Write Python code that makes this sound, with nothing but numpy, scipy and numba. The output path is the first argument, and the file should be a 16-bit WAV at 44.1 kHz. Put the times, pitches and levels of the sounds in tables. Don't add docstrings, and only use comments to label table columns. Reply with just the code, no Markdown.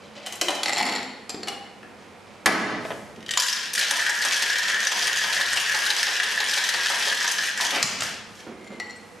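import sys
import numpy as np
from scipy import signal
from scipy.fft import rfft, irfft
from scipy.io import wavfile
from numba import njit

SR = 44100
rng = np.random.default_rng(int(sys.argv[2]) if len(sys.argv) > 2 else 0)


def master(y):
    cut = np.clip(np.atleast_2d(y).T, -1, 1)
    pcm = np.round(cut * 32767)
    wavfile.write(sys.argv[1], SR, pcm.astype(np.int16))


N = 405719


# time in seconds, slosh in dB, force of the ice in dB, ring of the hollow in dB.
STROKES = [(3.911, -19.5, 3, 5), (4.09, -22.5, 0, 3.5), (4.25, -20.5, 4, 1), (4.421, -23.5, 2, 6),
           (4.584, -28, -2, 1.5), (4.755, -24.5, 1, 4), (4.918, -21, -0.5, -4.5), (5.075, -24, 2, 5.5),
           (5.24, -22.5, -0.5, 0), (5.395, -22, 0.5, 6), (5.559, -24.5, 2.5, -3), (5.742, -19.5, 2, 10),
           (5.907, -21.5, 1.5, -3), (6.072, -19, 2, 1), (6.234, -23.5, -2.5, 0.5), (6.402, -20, 1, -2),
           (6.573, -21.5, 1, 0), (6.739, -22.5, -1, 0), (6.902, -18.5, 0.0, 2), (7.074, -22, 3, -0.5),
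           (7.243, -23, 1.5, -3), (7.401, -37, -5, -10)]
# frequency in Hz, level in dB.
SLOSH_BODY = [(40, -29), (140, -24), (350, -5), (650, 2), (1000, 11), (1400, 4.5), (2500, 6.5), (6000, -6),
              (15000, -87)]
# time in seconds, level in dB, brightness in dB per octave,
# ring of the hollow in dB, middle note of the cubes in Hz.
CLACKS = [(3.309, -22, 1, -29, 7360), (3.374, -10, 0.5, -29, 7060), (3.391, -15, -1, -33, 4960),
          (3.399, -6.5, 3.5, -29, 4870), (3.421, -12, 2, -17, 7300), (3.432, -13, 3, -18, 7200),
          (3.464, -17, 2, -22, 6950), (3.484, -12, 2.5, -35, 4850), (3.496, -18, 2, -31, 4830),
          (3.528, -13.5, 3, -27, 5360), (3.565, -23, -1, -42, 4640), (3.59, -33, -2, -37, 4300),
          (3.734, -21, 5.5, -34, 11200), (3.751, -17.5, 1, -25.5, 10800), (3.778, -18.5, 2, -17.5, 4460),
          (3.793, -14.5, 6.5, -23, 4500), (3.812, -17.5, -1.5, -26, 3080), (3.833, -25, -3, -39, 2900),
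          (3.91, -11, 3, -14.5, 9600), (3.994, -20, -2, -13, 4900), (4.065, -16, 2, -11.5, 3100),
          (4.095, -14, 3, -12, 5750), (4.222, -24, -3, -16, 6200), (4.25, -15, 3, -11.5, 8850),
          (4.333, -15, -1.5, -18, 6500), (4.367, -15, 0.5, -27, 3270), (4.422, -11.5, 3, -12.5, 3100),
          (4.502, -15.5, 0, -12.5, 5300), (4.531, -15, 0, -25, 3080), (4.556, -18, -1.5, -10.5, 3300),
          (4.584, -13.5, 3, -27, 4430), (4.629, -17.5, -1.5, -32, 5940), (4.699, -17, 0, -15, 3060),
          (4.744, -19, -2.5, -12.5, 3260), (4.83, -18, -2.5, -20, 6300), (4.87, -11, -1, -15, 5900),
          (4.918, -15, 2.5, -27, 3360), (5.027, -13.5, -1.5, -28, 4800), (5.078, -13.5, 1, -15, 3300),
          (5.215, -19, -2.5, -17, 4600), (5.239, -17.5, -1, -31, 4600), (5.327, -15, -2.5, -20, 4100),
          (5.366, -17.5, -2, -18, 5400), (5.411, -14.5, 2, -13.5, 3380), (5.532, -16.5, -1, -17.5, 8400),
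          (5.572, -11, -2.5, -16, 2830), (5.6, -16.5, 3, -25, 2800), (5.695, -23, 2, -16.5, 2770),
          (5.747, -16, 2.5, -31, 3800), (5.864, -15.5, 4, -11.5, 3780), (5.904, -8.5, 1, -14, 4040),
          (6.03, -11.5, 3, -10.5, 5130), (6.2, -15.5, -3.5, -13, 2740), (6.233, -15, 0.5, -35, 9650),
          (6.376, -20, -4, -13, 3100), (6.403, -15.5, 2, -17, 4230), (6.495, -18.5, 0, -26, 5240),
          (6.535, -15.5, 2, -25, 4000), (6.577, -14.5, 1, -15, 4100), (6.64, -15, 2, -28, 4170),
          (6.69, -13, 1, -16, 3810), (6.74, -13, -4, -27, 4200), (6.859, -16, -1, -14.5, 3600),
          (6.9, -21.5, 7, -17, 2800), (7.023, -16.5, -2.5, -21, 3400), (7.073, -21, -1, -20, 4500),
          (7.124, -19.5, 0.5, -16.5, 3100), (7.209, -23, -3, -15, 4800), (7.245, -23, 4, -17, 4700),
          (7.278, -15, 0, -17.5, 5860), (7.315, -16.5, 9, -24, 5500), (7.386, -20, -1.5, -14, 5460),
          (7.575, -23, -0.5, -21, 7900), (7.609, -19, 3.5, -32, 3430), (7.707, -20, 3, -27, 3580)]
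# frequency in Hz, level in dB.
ICE_BODY = [(30, -56), (150, -47), (450, -10), (1000, -7), (2300, 2.5), (3500, 3), (4700, 4.5), (6000, 5),
            (8000, -2), (10000, -6.5), (12500, -11), (15000, -30)]
# nominal frequency in Hz, width in Hz, height in dB.
ICE_MODES = [(1006, 22, 7.5), (3090, 520, 5.5), (5170, 570, -3)]
# frequency in Hz, level in dB.
HOLLOW_BODY = [(30, -61), (200, -34.5), (1100, -12.5), (1420, 1), (1650, 5), (1950, -4), (2250, -7),
               (2600, -8), (8000, -50)]
# nominal frequency in Hz, width in Hz, height in dB.
HOLLOW_MODES = [(1652, 24, 11.5), (1720, 100, 9.5), (1896, 170, 16)]
# start in seconds, hold in seconds, rattle in dB, boom of the hollow in dB.
RATTLES = [(3.385, 0.049, -24, -31.5), (3.48, 0.18, -32.5, -38.5), (3.79, 0.053, -19.5, -28.5),
           (3.88, 3.595, -24, -31), (7.595, 0.069, -22.5, -31), (7.75, 0.024, -26, -46),
           (7.83, 0.067, -25, -52), (8.0, 0.082, -33, -41), (8.35, 0.073, -47, -59)]
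# start in seconds, hold in seconds, level in dB.
WASHES = [(7.40, 0.033, -42), (7.62, 0.03, -34.5), (7.752, 0.025, -27)]
# frequency in Hz, level in dB.
WASH_BODY = [(40, -36), (130, -5), (220, 1), (380, 0.5), (700, 6), (1100, 5.5), (2500, 7.5), (6000, -11),
             (15000, -65)]
# time in seconds, level in dB.
GULPS = [(3.373, -10.5), (7.601, -15.5)]
# frequency in Hz, level in dB.
GULP_BODY = [(100, -82), (700, -8), (1000, 12), (1180, 9), (1500, -6), (8000, -44)]
# time in seconds, level in dB.
TINKLES = [(3.161, -44), (3.206, -45), (3.227, -41), (3.263, -33.5), (3.283, -33), (3.291, -25.5),
           (3.311, -25), (3.328, -34), (3.337, -19), (7.655, -26)]
# frequency in Hz, width in Hz, height in dB.
TINKLE_MODES = [(1870, 110, 21.5), (2250, 120, -2), (3060, 190, 17.5), (3700, 140, 12.5)]
# start in seconds, hold in seconds, level in dB.
ROCKING = [(5.02, 0.7, -55.5)]
# frequency in Hz, level in dB.
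ROCKING_BODY = [(35, -19), (62, -13), (80, 11), (110, -15), (160, 11), (260, -53), (1000, -76)]

# time in seconds, level in dB, brightness in dB per octave,
# favoured note in Hz.
CONTACTS = [(0.262, -18.5, 4.5, 3120), (0.269, -19, 2, 3100), (0.279, -33, 1, 4400), (0.324, -18, 4, 3000),
            (0.339, -28, -2, 2900), (0.355, -25, 9, 7300), (0.413, -3.5, 3.5, 3140),
            (0.417, -8.5, -1.5, 5400), (0.484, -5, 0, 3000), (0.493, -10.5, -2.5, 780),
            (0.505, -8.5, 0.5, 780), (0.551, -17, 3, 5400)]
# frequency in Hz, level in dB.
CONTACT_BODY = [(50, -20), (100, -23), (300, 2), (750, 0), (1500, 1), (3000, -1), (5500, -3), (9000, -8),
                (15000, -27)]
# frequency in Hz, width in Hz, height in dB.
CONTACT_MODES = [(770, 150, 5.5), (3050, 170, 6), (3980, 84, 6), (7350, 170, 0)]
# start in seconds, hold in seconds, level in dB.
SCRAPES = [(0.0, 0.044, -51.5), (0.175, 0.11, -46.5), (2.0, 0.034, -57), (2.24, 0.079, -57)]
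# frequency in Hz, level in dB.
SCRAPE_BODY = [(60, -18), (300, -11), (600, -1.5), (1200, 3), (2500, 11), (5000, 6.5), (8000, -5),
               (15000, -44)]
# frequency in Hz, width in Hz, height in dB.
SCRAPE_MODES = [(567, 34, 26), (3120, 200, -2)]
# time in seconds, level in dB,
# brightness in dB per octave, favoured note in Hz.
DROPS = [(0.633, -5.5, 3, 4470), (0.6591, -5, -1.5, 4400), (0.6748, -15, 0, 4350), (0.683, -11, 0, 5500),
         (0.6942, -7.5, -0.5, 1980), (0.7327, -9, 0.5, 7280), (0.7701, -12, -1, 7300),
         (0.781, -11, 4, 5370), (0.7935, -11.5, 1.5, 2010), (0.81, -8.5, -4, 870),
         (0.827, -15.5, 5.5, 7250), (0.8541, -12.5, 2, 4430), (0.865, -16, 2.5, 2030),
         (0.8944, -13.5, 0, 7300), (0.952, -16, -1, 7300), (0.9607, -12.5, -0.5, 4340),
         (1.03, -21, 0.5, 4350)]
# time in seconds, level in dB.
TUMBLE = [(0.665, -51), (0.70, -30), (0.74, -27), (0.8, -24), (0.88, -30), (0.96, -33), (1.02, -47),
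          (1.08, -71)]
# frequency in Hz, level in dB.
TIN_BODY = [(100, -27), (250, -2.5), (800, -2), (1500, -6), (3000, -2), (6000, -9.5), (10000, -15.5),
            (15000, -35)]
# nominal frequency in Hz, width in Hz, height in dB.
TIN_MODES = [(840, 140, 8.5), (1295, 40, 10), (2000, 370, 12.5), (4360, 250, 15), (4390, 45, 7),
             (5360, 280, 11), (7230, 150, 17.5), (8100, 40, 15), (10940, 300, 11.5), (12200, 150, 11)]

# time in seconds, level in dB, brightness in dB per octave,
# favoured note in Hz.
RIM_TICKS = [(1.294, -25, 0.5, 7460), (1.302, -26, 0, 4900), (1.345, -30.5, -4, 4860),
             (1.432, -28, -0.5, 4380)]
# frequency in Hz, level in dB.
RIM_BODY = [(100, -6), (350, 12.5), (1200, 6), (4000, 9), (7000, 1), (9500, -12), (15000, -32)]
# frequency in Hz, width in Hz, height in dB.
RIM_MODES = [(756, 26, 11), (4430, 300, 3), (4860, 340, 8.8), (7400, 290, 16.5), (11100, 540, 20.6)]
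# time in seconds, level in dB, brightness in dB per octave.
SEATING = [(1.473, -25.5, -0.5), (1.477, -30, -2), (1.483, -19, 1), (1.545, -42, -1)]
# frequency in Hz, width in Hz, height in dB.
GLASS_MODES = [(807, 36, 15.5), (2080, 45, 8.3), (2230, 40, 10.5), (2870, 50, 12), (2950, 51, 16),
               (3770, 41, 6), (4270, 85, 8.3), (4530, 66, 14), (5200, 360, 5), (7550, 110, 8.6),
               (9100, 70, 7), (9890, 50, 7)]
# time in seconds, level in dB, brightness in dB per octave.
KNOCKS = [(1.830, -40, -0.5), (2.459, -11, 3.5), (2.462, -6, 4), (2.466, -13, -0.5), (2.469, -9, 3.5),
          (2.473, -13, 5)]
# frequency in Hz, level in dB.
KNOCK_BODY = [(30, -27), (75, -3), (120, -1), (230, 7), (340, 5.5), (560, 4), (700, 9), (1000, 1),
              (1400, 5), (1900, 4), (3500, -5.5), (6000, -15.5), (10000, -22), (15000, -42)]
# time in seconds, level in dB, brightness in dB per octave.
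SEAL_CRACKS = [(2.459, -10, 5), (2.469, -11, -3)]
# time in seconds, level in dB.
THUMPS = [(2.463, -12.5)]
# frequency in Hz, level in dB.
THUMP_BODY = [(50, -24), (110, -10.5), (240, 0.5), (330, -1), (420, -1.5), (700, -1.5), (1200, 0),
              (2500, -11), (4000, -13), (5500, -9.5), (15000, -46)]
# frequency in Hz, width in Hz, height in dB.
THUMP_MODES = [(221, 18, 1), (326, 18, 0), (435, 16, 3.5), (674, 22, 8)]
# time in seconds, level in dB.
ROCKS = [(2.851, -26), (2.905, -22.5), (2.917, -25.5)]
# frequency in Hz, level in dB.
ROCK_BODY = [(60, -16), (200, -3), (450, 6), (700, 10), (1100, 0), (2000, 1.5), (3500, -7), (5000, -24),
             (15000, -46)]

# time in seconds, level in dB,
# brightness in dB per octave.
SLAPS = [(7.828, -3, 2), (7.841, -17, -3.5), (8.007, -15, 2), (8.021, -13, -1.5), (8.033, -18.5, 10),
         (8.057, -31, -4), (8.143, -32, 1.5)]
# frequency in Hz, level in dB.
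SLAP_BODY = [(60, -14), (120, -1), (190, 2), (400, -6.5), (1200, 6), (3000, 7.5), (5300, 10), (8000, 5),
             (10000, -7.5), (15000, -25)]
# time in seconds, level in dB, brightness in dB per octave,
# favoured note in Hz.
CLINKS = [(8.800, -26.5, 1, 1956), (8.897, -41, 1.5, 4300), (8.908, -41, 2, 5700), (8.93, -49, 0, 4220),
          (8.962, -49, 12, 8100)]
# frequency in Hz, width in Hz, height in dB.
CLINK_MODES = [(843, 26, 20.4), (1310, 70, 14), (1945, 22, 19), (2070, 55, 24), (2840, 55, 8.6),
               (4200, 50, 19), (4500, 340, 10), (5660, 62, 21), (7085, 45, 20), (7600, 70, 18)]
# start in seconds, hold in seconds, level in dB.
RUBS = [(8.66, 0.07, -49), (8.9, 0.02, -52)]
# frequency in Hz, width in Hz, height in dB.
RUB_MODES = [(2085, 44, 21.5), (2840, 72, 4), (4220, 90, 12), (7130, 70, 15)]
# time in seconds, level in dB.
BUMPS = [(3.175, -42.5), (8.467, -35.5), (8.495, -42), (8.60, -49), (8.705, -37), (8.99, -56)]
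# frequency in Hz, level in dB.
BUMP_BODY = [(50, -9), (180, 2), (320, 2), (480, 5.5), (750, -4), (1300, -5), (3000, -16), (6000, -36),
             (15000, -61)]
# frequency in Hz, width in Hz, height in dB.
BUMP_MODES = [(222.6, 16, 13), (340, 40, 11)]

# start in seconds, hold in seconds, level in dB.
SWISHES = [(2.85, 0.044, -51.5), (8.3, 0.059, -61), (9.0, 0.18, -64)]
# frequency in Hz, level in dB.
SWISH_BODY = [(200, -30), (2000, -12), (5000, 4), (8000, 2), (12000, -4), (15000, -30)]
# frequency in Hz, level in dB.
AIR = [(15, -68), (25, -20.5), (207, -8), (363, -7.5), (404, -8), (558, -10), (691, -6.5), (790, -7),
       (1760, -13.5), (2300, -12.5), (3010, -19.5), (9770, -31), (15000, -48)]
# frequency in Hz, width in Hz, height in dB.
HUM = [(97.5, 12, 9.5), (211, 29, 11), (488, 41, 9)]
# frequency in Hz, reverberation time in seconds, echo level in dB,
# difference between left and right in dB against their common part.
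ROOM = [(100, 2.3, -2, 0), (229, 0.94, 9, -21), (685, 0.79, 5.5, -11), (2050, 0.76, 4, -8),
        (3700, 0.8, 0.5, -10), (7900, 0.55, -1, -9), (14000, 0.36, -0.5, -4)]

CUBE_HZ, CUBE_OCTAVES, CUBE_WIDTH_HZ, CUBE_RING_DB = 5000, 0.605, 237, 11
CLUMP_S, CLUMP_FALL_DB, CUBE_SPREAD_DB, CUBE_SPREAD_TILT = 0.01, 2, 1, 0.52
CHURN_S, CHURN_DB = 0.03, 2.5
RATTLE_ATTACK_S, RATTLE_RELEASE_S = 0.018, 0.022
LIMIT_DB, LIMIT_RATIO, LIMIT_ATTACK_S, LIMIT_RELEASE_S = -23, 4.2, 0.0072, 0.097
TOP_HZ = 14500


def shaking():
    flip = blows(GULPS, GULP_BODY, (), chatter_s=0.0025, snap=0.52, gain_db=12.5)
    flip += blows(TINKLES, ICE_BODY, TINKLE_MODES, chatter_s=0.0035, snap=0.22, gain_db=22.0)
    clacks = blows(clumps(), ICE_BODY, ICE_MODES, chatter_s=0.0036, snap=0.53, gain_db=18.0,
                   detune=0.067, note_width_hz=370, note_db=11.5)
    hollow_hits = [(s, ring_db) for s, _, _, ring_db, _ in CLACKS]
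    hollow_rings = blows(hollow_hits, HOLLOW_BODY, HOLLOW_MODES, chatter_s=0.0057, snap=0.72,
                         gain_db=19.0, detune=0.018)
    rocking = swells(ROCKING, attack_s=0.08, release_s=0.14) * filtered_noise(body(ROCKING_BODY))
    ice = amp(-4.5) * ice_rattle() + amp(-3.5) * hollow_boom()
    moving = swung(drink() + ice + hollow_rings, wet_db=0.0, pan_db=0.9)
    return moving + place(clacks + flip, wet_db=-2.5, pan_db=2.0) + rocking


def drink():
    landings = [row[:2] for row in STROKES]
    slosh = blows(landings, SLOSH_BODY, HOLLOW_MODES[:1], chatter_s=0.016, snap=0.035, gain_db=24)
    wash = swells(WASHES, attack_s=0.038, release_s=0.021) * filtered_noise(body(WASH_BODY))
    return slosh + wash


def ice_rattle():
    cubes = churn(rate=240, spread_db=11.0, chatter_s=0.0032, tilt=-1.3)
    chips = churn(rate=260, spread_db=14, chatter_s=0.0011, tilt=3.6)
    cracks = churn(rate=28, spread_db=15, chatter_s=0.00031, tilt=0.41)
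    rattle = unit(cubes + amp(-4.5) * chips + amp(-6.0) * cracks)
    spells = swells(RATTLES, RATTLE_ATTACK_S, RATTLE_RELEASE_S)
    return rattle * spells * surge(depth_db=-0.3, peak_turn=-0.059, axis=2)


def hollow_boom():
    boom = through(collisions(rate=400, spread_db=10.0, chatter_s=0.0004), body(HOLLOW_BODY, HOLLOW_MODES))
    spells = swells(RATTLES, RATTLE_ATTACK_S, RATTLE_RELEASE_S, axis=3)
    return boom * spells * surge(depth_db=0.5, peak_turn=-0.16, axis=3)


def clumps(count=3, note_octaves=0.19):
    cubes = []
    for s, db, tilt, _, hz in CLACKS:
        for k, (hard, bright, small) in enumerate(rng.standard_normal((count, 3))):
            late = CLUMP_S * k / count * rng.uniform(.5, 1.5)
            level_db = db - CLUMP_FALL_DB * k + CUBE_SPREAD_DB * hard
            note_hz = hz * 2 ** (note_octaves * k * small)
            cubes.append((s + late, level_db, tilt + CUBE_SPREAD_TILT * bright, note_hz))
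    return cubes


def churn(rate, spread_db, chatter_s, tilt, count=64):
    levels_db = CHURN_DB * np.sqrt(3) * rng.uniform(-1, 1, size=1024)
    bunches_db = np.interp(np.arange(N) / SR / CHURN_S, np.arange(1024), levels_db)
    notes = CUBE_HZ * 2 ** (CUBE_OCTAVES * np.sqrt(3) * np.linspace(-1, 1, count))
    pieces = [body(ICE_BODY, ICE_MODES + [(hz, CUBE_WIDTH_HZ, CUBE_RING_DB)], tilt, size=2048) for hz in notes]
    return unit(amp(bunches_db) * collisions(rate, spread_db, chatter_s, bodies=pieces))


def surge(depth_db, peak_turn, axis):
    strokes, t = np.array(STROKES), np.arange(N) / SR
    turns = np.interp(t, strokes[:, 0], np.arange(len(strokes)))
    force_db = np.interp(t, strokes[:, 0], strokes[:, axis])
    db = force_db + depth_db * np.cos(2 * np.pi * (turns - peak_turn))
    during = (t > strokes[0, 0]) & (t < strokes[-1, 0])
    return amp(db * during)


def swung(x, wet_db, pan_db, count=4):
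    stroke_s = np.mean(np.diff([row[0] for row in STROKES]))
    spot = (count - 1) * np.abs((np.arange(N) / SR / stroke_s) % 2 - 1)
    shares = [np.sqrt(np.maximum(1 - np.abs(spot - k), 0)) for k in range(count)]
    return lean(x + amp(wet_db) * sum(echoes(x * share) for share in shares), pan_db)


def pouring():
    touches = blows(CONTACTS, CONTACT_BODY, CONTACT_MODES, chatter_s=0.0078, snap=0.15, gain_db=12.0,
                    note_width_hz=280, note_db=8.5)
    scraping = collisions(rate=370, spread_db=19, chatter_s=0.0097)
    scrape = swells(SCRAPES, attack_s=0.029, release_s=0.073) * through(scraping, body(SCRAPE_BODY, SCRAPE_MODES))
    cubes = blows(DROPS, TIN_BODY, TIN_MODES, chatter_s=0.003, snap=0.7, gain_db=13.5,
                  detune=0.008, note_width_hz=100, note_db=22)
    tumbling = collisions(rate=140, spread_db=5, chatter_s=0.0028)
    tumble = curve(TUMBLE) * through(tumbling, body(TIN_BODY, TIN_MODES, tilt=-0.96))
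    return place(touches + scrape, wet_db=-2.0, pan_db=1.0) + place(cubes + tumble, wet_db=-3.0, pan_db=0.8)


def fitting():
    rim = blows(RIM_TICKS, RIM_BODY, RIM_MODES, chatter_s=0.0034, snap=0.18, gain_db=22.0,
                note_width_hz=150, note_db=18)
    seating = blows(SEATING, CONTACT_BODY, GLASS_MODES, chatter_s=0.0063, snap=0.34, gain_db=19.5)
    knocks = blows(KNOCKS, KNOCK_BODY, (), chatter_s=0.0029, snap=0.046, gain_db=22.5)
    thump = blows(THUMPS, THUMP_BODY, THUMP_MODES, chatter_s=0.029, snap=0.018, gain_db=29)
    rocks = blows(ROCKS, ROCK_BODY, (), chatter_s=0.006, snap=0.13, gain_db=22.5)
    crack = blows(SEAL_CRACKS, CONTACT_BODY, (), chatter_s=0.0053, snap=.1, gain_db=21.0)
    return (place(rim + seating, wet_db=-3.0, pan_db=1.0) + place(knocks, wet_db=1.5, pan_db=2.0)
            + place(thump, wet_db=3.5, pan_db=-2.5) + place(rocks, wet_db=-8, pan_db=0.5) + crack)


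def opening():
    slaps = blows(SLAPS, SLAP_BODY, (), chatter_s=0.0033, snap=0.19, gain_db=15.5)
    clinks = blows(CLINKS, TIN_BODY, CLINK_MODES, chatter_s=0.0049, snap=1.1, gain_db=25.0,
                   note_width_hz=14, note_db=34.5)
    rubbing = collisions(rate=340, spread_db=10, chatter_s=0.002)
    rub = swells(RUBS, attack_s=0.066, release_s=0.06) * through(rubbing, body(TIN_BODY, RUB_MODES))
    bumps = blows(BUMPS, BUMP_BODY, BUMP_MODES, chatter_s=0.073, snap=0.25, gain_db=31.5)
    return (place(slaps, wet_db=-1.0, pan_db=0.5) + place(clinks + rub, wet_db=-4.0, pan_db=2.0)
            + place(bumps, wet_db=-12, pan_db=-3.0))


def sleeves():
    hiss = swells(SWISHES, attack_s=0.037, release_s=0.13) * filtered_noise(body(SWISH_BODY))
    return place(hiss, wet_db=0, pan_db=2.0)


def background(side_db, air_db, pan_db):
    mid, side = (filtered_noise(body(AIR, HUM)) for _ in range(2))
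    signs = np.array([[1], [-1]])
    return lean(amp(air_db) * (mid + amp(side_db) * side * signs), pan_db)


def room_response(build_s=0.00088, early_db=-4, early_s=0.0057):
    size = 65536
    t = np.arange(size) / SR
    f = np.maximum(np.arange(size // 2 + 1) * SR / size, 1)
    hz, t60, db, side_db = np.transpose(ROOM)
    noise = rfft(rng.standard_normal((2, size)))
    swell = (1 - np.exp(-t / build_s)) * (1 + amp(early_db) * np.exp(-t / early_s))
    tail = 0
    for k, share in enumerate(np.eye(len(hz))):
        fade = swell * np.exp(-np.log(1000) * t / t60[k])
        band = irfft(noise * np.interp(np.log(f), np.log(hz), share))
        mid, side = band * fade / np.sqrt(np.sum(fade ** 2))
        tail = tail + amp(db[k]) * (mid + amp(side_db[k]) * side * np.array([[1], [-1]]))
    return tail


def echoes(x):
    return signal.fftconvolve(x[None].astype(np.float32), room_response().astype(np.float32), axes=1)[:, :N]


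def lean(x, pan_db):
    return x * amp(np.array([[pan_db], [-pan_db]]) / 2)


def place(x, wet_db, pan_db):
    return lean(x + amp(wet_db) * echoes(x), pan_db)


def contact(chatter_s, snap):
    t = np.arange(int(min(6 * chatter_s + .002, .12) * SR)) / SR
    push = unit(rng.standard_normal(len(t)) * np.exp(-t / chatter_s))
    push[0] += snap * np.sqrt(len(t))
    return push / np.sqrt(np.sum(push ** 2))


def body(points, modes=(), tilt=0, size=8192):
    f = np.maximum(np.arange(size // 2 + 1) * SR / size, 1)
    hz, db = np.transpose(points)
    peaks = 1 + sum(amp(2 * d) / (1 + (2 * (f - c) / w) ** 2) for c, w, d in modes)
    smooth_db = np.interp(np.log(f), np.log(hz), db) + tilt * np.log2(np.maximum(f, hz[0]))
    gain = amp(smooth_db) * np.sqrt(peaks)
    cepstrum = irfft(np.log(gain))[:size // 2]
    cepstrum[1:] *= 2
    response = irfft(np.exp(rfft(cepstrum, size)))
    return response / np.sqrt(np.sum(response ** 2))


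def blows(rows, points, modes, chatter_s, snap, gain_db, detune=0,
          note_width_hz=CUBE_WIDTH_HZ, note_db=CUBE_RING_DB):
    out = np.zeros(N + SR)
    for s, db, *colour in rows:
        shift = 1 + detune * rng.standard_normal()
        rings = [(hz * shift, w, d) for hz, w, d in modes]
        rings += [(hz, note_width_hz, note_db) for hz in colour[1:]]
        sound = signal.fftconvolve(contact(chatter_s, snap), body(points, rings, *colour[:1]))
        start = int(s * SR)
        out[start:start + len(sound)] += amp(db + gain_db) * sound
    return out[:N]


def collisions(rate, spread_db, chatter_s, count=64, bodies=()):
    clicks = [contact(chatter_s, 0.9) for _ in range(count)]
    if bodies:
        clicks = [signal.fftconvolve(click, ring) for click, ring in zip(clicks, bodies)]
    chance = rng.random(size=(8192, 3))
    gaps_s = -np.log(1 - chance[:, 0]) / rate
    starts = (np.cumsum(gaps_s) * SR).astype(int)
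    out = np.zeros(N + SR)
    for start, gain, which in zip(starts[starts < N], amp(spread_db * chance[:, 1]), chance[:, 2]):
        click = clicks[int(which * len(clicks))]
        out[start:start + len(click)] += gain * click
    return unit(out[:N])


def swells(rows, attack_s, release_s, axis=2):
    t = np.arange(0, N, 32) / SR
    power = 0
    for row in rows:
        start, hold = row[:2]
        outside = np.maximum(start - t, 0) / attack_s + np.maximum(t - start - hold, 0) / release_s
        power = power + (amp(row[axis]) * np.exp(-np.minimum(outside, 20))) ** 2
    return np.interp(np.arange(N) / SR, t, np.sqrt(power))


def curve(rows):
    rows = np.array(rows)
    return amp(np.interp(np.arange(N) / SR, rows[:, 0], rows[:, 1], left=-120, right=-120))


def filtered_noise(response):
    return unit(through(rng.standard_normal(N), response))


def through(x, response):
    return signal.oaconvolve(x.astype(np.float32), response.astype(np.float32))[:N]


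def unit(x):
    return x / np.sqrt(np.mean(x ** 2))


def amp(db):
    return 10 ** (np.asarray(db) / 20)


@njit
def follow(wanted, attack, release):
    out, now = np.empty(len(wanted)), 0.
    for i in range(len(wanted)):
        now += (wanted[i] - now) * (attack if wanted[i] > now else release)
        out[i] = now
    return out


def gain_control(x, window_s=0.0021):
    keep = np.exp(-1 / (window_s * SR))
    power = signal.lfilter([1 - keep], [1, -keep], np.mean(x ** 2, axis=0))
    over_db = np.maximum(10 * np.log10(power + 1e-12) - LIMIT_DB, 0)
    wanted_cut_db = over_db * (1 - 1 / LIMIT_RATIO)
    cut_db = follow(wanted_cut_db, 1 / (LIMIT_ATTACK_S * SR), 1 / (LIMIT_RELEASE_S * SR))
    return x * amp(-cut_db)


def scene():
    work = shaking() + pouring() + fitting() + opening() + sleeves()
    return work + background(side_db=-8.5, air_db=-47, pan_db=-2.5)


def record(dry):
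    ceiling = .48
    low_cut = signal.butter(2, 42, "high", fs=SR, output="sos")
    top_cut = signal.ellip(8, .2, 70, TOP_HZ, fs=SR, output="sos")
    x = gain_control(signal.sosfilt(low_cut, dry))
    rounded = ceiling * np.tanh(x / ceiling)
    return signal.sosfilt(top_cut, rounded)


dry = scene()
out = record(dry)
master(out)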